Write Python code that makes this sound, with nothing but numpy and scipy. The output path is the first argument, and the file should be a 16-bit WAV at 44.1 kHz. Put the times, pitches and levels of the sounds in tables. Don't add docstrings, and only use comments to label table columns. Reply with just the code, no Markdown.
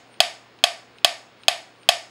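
import sys
import numpy as np
from scipy import signal
from scipy.io import wavfile

SR = 44100
rng = np.random.default_rng(int(sys.argv[2]) if len(sys.argv) > 2 else 0)


def makeup_ratio(level_db):
    decades = np.asarray(level_db, float) / 20
    return 10 ** decades


def master_out(mix):
    frames = np.transpose(np.atleast_2d(mix))
    ceiling = np.clip(frames, -1, 1)
    pcm = np.round(ceiling * 32767).astype(np.int16)
    wavfile.write(sys.argv[1], SR, pcm)


N = 92610
RING = SR // 10
PAD = SR // 4

# (frequency [Hz], level [dB])
HISS_SPECTRUM = [(25, -30.5), (60, -15.5), (300, -1.5), (700, -4.5), (2500, -10), (5000, -17),
                 (9000, -38.5), (13000, -46.5)]
HISS_DB = -53
HUM_HZ, HUM_DB = 119.3, -64
WHISTLE_HZ, WHISTLE_DB = 15690, -78

# (frequency [Hz], decay by 60 dB [s])
ROOM_T60 = [(200, .5), (700, 0.4054), (1500, 0.4075), (3500, 0.29), (7000, 0.4286), (14000, 0.22)]
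# (frequency [Hz], level [dB])
ROOM_COLOUR = [(300, 10.5), (720, 1.5), (1500, -1.7), (3200, -4), (5000, -0.1), (8300, 2), (10500, 6),
               (13500, -5.5)]
ROOM_DB, TAIL_TOP_HZ = -40, 14300
FIRST_WALL_S, ROOM_BUILD_S = 0.004, 0.0049
EARLY_DB, EARLY_T60_S = -0.5, 0.053

# (time [s], peak level [dB], level of squeak before it [dB], centre of click [Hz])
SLIPS = [
    (0.1418, -47, -58, 2580),
    (0.589, -46, -72.5, 4050),
    (0.9848, -40, -65, 2750),
    (1.435, -39.5, -61, 3450),
    (1.8322, -47, -60, 3450),
]
SLIP_DB, SLIP_BOUNCE_S, SLIP_BOUNCE_DB = -2, 0.00075, -1
SLIP_FOCUS_DB = 6.5
SQUEAK_RISE_S, SQUEAK_FALL_S, SQUEAK_LEAD_S = 0.024, 0.021, 0.0048

# (time [s], peak level [dB])
TICKS = [
    (0.20365, 4.5),
    (0.63933, 3.5),
    (1.04631, 4.5),
    (1.48238, 3.5),
    (1.88945, 5),
]
EARLIER_TICK_S, EARLIER_TICK_DB = -0.205, 4
STRIKE_SPREAD_DB = 1.5

# (frequency [Hz], level [dB], decay by 60 dB [s])
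CASE = [(632.8, -12.5, 0.049), (684, -3.25, 0.039), (741.6, -6.5, 0.03), (890, -8, 0.01),
        (1146, -12.5, 0.029), (1482, -11, 0.021), (1751, -7.5, 0.02)]
# (frequency [Hz], level [dB], decay by 60 dB [s])
PLATE = [(2583, -7.5, 0.027), (2894, -5.5, 0.0077), (3091, -3.5, 0.013), (3250, 1, 0.015),
         (3414, 3, 0.0092), (3790, -5, 0.015), (4095, -13.5, 0.029), (4471, -4, 0.02), (5007, -13.5, 0.035),
         (5149, -4.5, 0.0077), (6515, -16, 0.036), (7080, -23, .008), (9920, -15.5, 0.0058),
         (13800, -18.5, .003)]
CASE_SWELL_S, PLATE_SWELL_S, BODY_LOW_CUT_HZ = 0.0027, 0.0001, 640
ROD_HZ, ROD_DB, ROD_T60_S = 8863, -67, 0.89

# (frequency [Hz], level [dB])
RATTLE = [(1000, -14), (2200, -17.5), (3300, -10), (5000, -6.5), (6300, -3.5), (9500, -1), (12000, -17),
          (15500, -35)]
RATTLE_DB, RATTLE_T60_S = -11, 0.04

AROUND_DB, AROUND_BLUR = 4, 3.5
CASE_AROUND_DB, CASE_AROUND_BLUR = 1, 1.18

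MIC_NOTCH_HZ, MIC_NOTCH_WIDTH_HZ, MIC_NOTCH_DB = 5730, 450, -15
OVERDRIVE_DB, CLIP_HARDNESS = -3.5, 7.0


def at_hz(points, hz):
    point_hz, value = np.array(points).T
    return np.interp(np.log(hz), np.log(point_hz), value)


def bands(size):
    edges = 28 * 2 ** np.arange(0, 9.4, 1 / 3)
    white = rng.standard_normal((2, size + RING))
    out = []
    for k, (low, high) in enumerate(zip(edges, edges[1:])):
        sos = signal.butter(2, [low, high], "band", fs=SR, output="sos")
        noise = signal.sosfilt(sos, white[k % 2])[RING:]
        out.append((np.sqrt(low * high), noise))
    return out


def place(sounds, times):
    out = np.zeros(N + PAD + sounds.shape[1])
    starts = (times * SR).astype(int) + PAD
    for sound, start in zip(sounds, starts):
        out[start:start + len(sound)] += sound
    return out[:N + PAD]


def strike(modes, db, swell_s, size=RING, damped=1, centre_hz=None):
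    hz, level_db, t60 = np.transpose(modes)[:, :, None]
    t = np.arange(size) / SR
    decay = makeup_ratio(level_db - 60 * damped * t / t60)
    swell = 1 - np.exp(-t / swell_s)
    rings = decay * np.sin(2 * np.pi * hz * t) * swell
    off_db = 0
    if centre_hz is not None:
        off_db = SLIP_FOCUS_DB * np.abs(np.log2(hz.T / centre_hz[:, None]))
    spread_db = STRIKE_SPREAD_DB * rng.standard_normal((len(db), len(modes)))
    return makeup_ratio(db[:, None] - off_db + spread_db) @ rings


def floor():
    t = np.arange(N) / SR
    hiss = sum(makeup_ratio(at_hz(HISS_SPECTRUM, hz)) * noise for hz, noise in bands(N))
    hum = makeup_ratio(HUM_DB) * np.sin(2 * np.pi * HUM_HZ * t)
    whistle = makeup_ratio(WHISTLE_DB) * np.sin(2 * np.pi * WHISTLE_HZ * t)
    return makeup_ratio(HISS_DB) * hiss / hiss.std() + hum + whistle


def room(sound):
    t = np.arange(SR // 2) / SR
    tail = 0
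    for hz, noise in bands(len(t)):
        tail = tail + makeup_ratio(at_hz(ROOM_COLOUR, hz) - 60 * t / at_hz(ROOM_T60, hz)) * noise
    early = 1 + makeup_ratio(EARLY_DB - 60 * t / EARLY_T60_S)
    build = 1 - np.exp(-np.maximum(t - FIRST_WALL_S, 0) / ROOM_BUILD_S)
    top_cut = signal.cheby1(10, 1, TAIL_TOP_HZ, fs=SR, output="sos")
    tail = signal.sosfilt(top_cut, tail * early * build)
    return makeup_ratio(ROOM_DB) * signal.fftconvolve(sound, tail)[:len(sound)]


def slips():
    s, db, squeak_db, hz = np.transpose(SLIPS)
    click_db = np.r_[db, db + SLIP_BOUNCE_DB] + SLIP_DB
    clicks = strike(PLATE, click_db, PLATE_SWELL_S, centre_hz=np.r_[hz, hz])
    click = place(clicks, np.r_[s, s + SLIP_BOUNCE_S])
    t = (np.arange(N + PAD) - PAD) / SR
    late = t - (s[:, None] - SQUEAK_LEAD_S)
    envelope = np.exp(np.where(late < 0, late / SQUEAK_RISE_S, -late / SQUEAK_FALL_S))
    squeak = makeup_ratio(squeak_db) @ envelope * np.sin(2 * np.pi * ROD_HZ * t)
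    return click, squeak


def ticks():
    s, db = np.transpose([(EARLIER_TICK_S, EARLIER_TICK_DB)] + list(TICKS))
    t = np.arange(RING) / SR
    fade = makeup_ratio(db[:, None] + RATTLE_DB - 60 * t / RATTLE_T60_S)
    rattle = fade * sum(makeup_ratio(at_hz(RATTLE, hz)) * noise for hz, noise in bands(RING))
    case = strike(CASE, db, CASE_SWELL_S)
    plate = strike(PLATE, db, PLATE_SWELL_S)
    direct = case - plate + rattle

    case_around = strike(CASE, db, CASE_SWELL_S, damped=CASE_AROUND_BLUR)
    plate_around = strike(PLATE, db, PLATE_SWELL_S, damped=AROUND_BLUR)
    rattle_around = rattle * makeup_ratio(-60 * AROUND_BLUR * t / RATTLE_T60_S)
    around = makeup_ratio(CASE_AROUND_DB) * case_around + makeup_ratio(AROUND_DB) * (rattle_around - plate_around)

    rod = strike([(ROD_HZ, ROD_DB, ROD_T60_S)], db, PLATE_SWELL_S, size=SR // 2)
    knock = makeup_ratio(OVERDRIVE_DB) * np.array([place(direct, s), place(around, s)])
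    return knock, place(rod, s)


def scene():
    knock, rod = ticks()
    click, squeak = slips()
    low_cut = signal.butter(4, BODY_LOW_CUT_HZ, "high", fs=SR, output="sos")
    direct, around = signal.sosfilt(low_cut, knock + click)
    metronome = direct + room(around) + rod + squeak
    return (metronome[PAD:] + floor())[None]


def band_limit(x):
    return signal.sosfilt(signal.butter(12, 16480, fs=SR, output="sos"), x)


def record(dry):
    peak = signal.iirpeak(MIC_NOTCH_HZ, MIC_NOTCH_HZ / MIC_NOTCH_WIDTH_HZ, fs=SR)
    band = signal.lfilter(*peak, dry)
    heard = dry - (1 - makeup_ratio(MIC_NOTCH_DB)) * band
    clipped = heard / (1 + np.abs(heard) ** CLIP_HARDNESS) ** (1 / CLIP_HARDNESS)
    return band_limit(clipped)


dry = scene()
out = record(dry)
master_out(out)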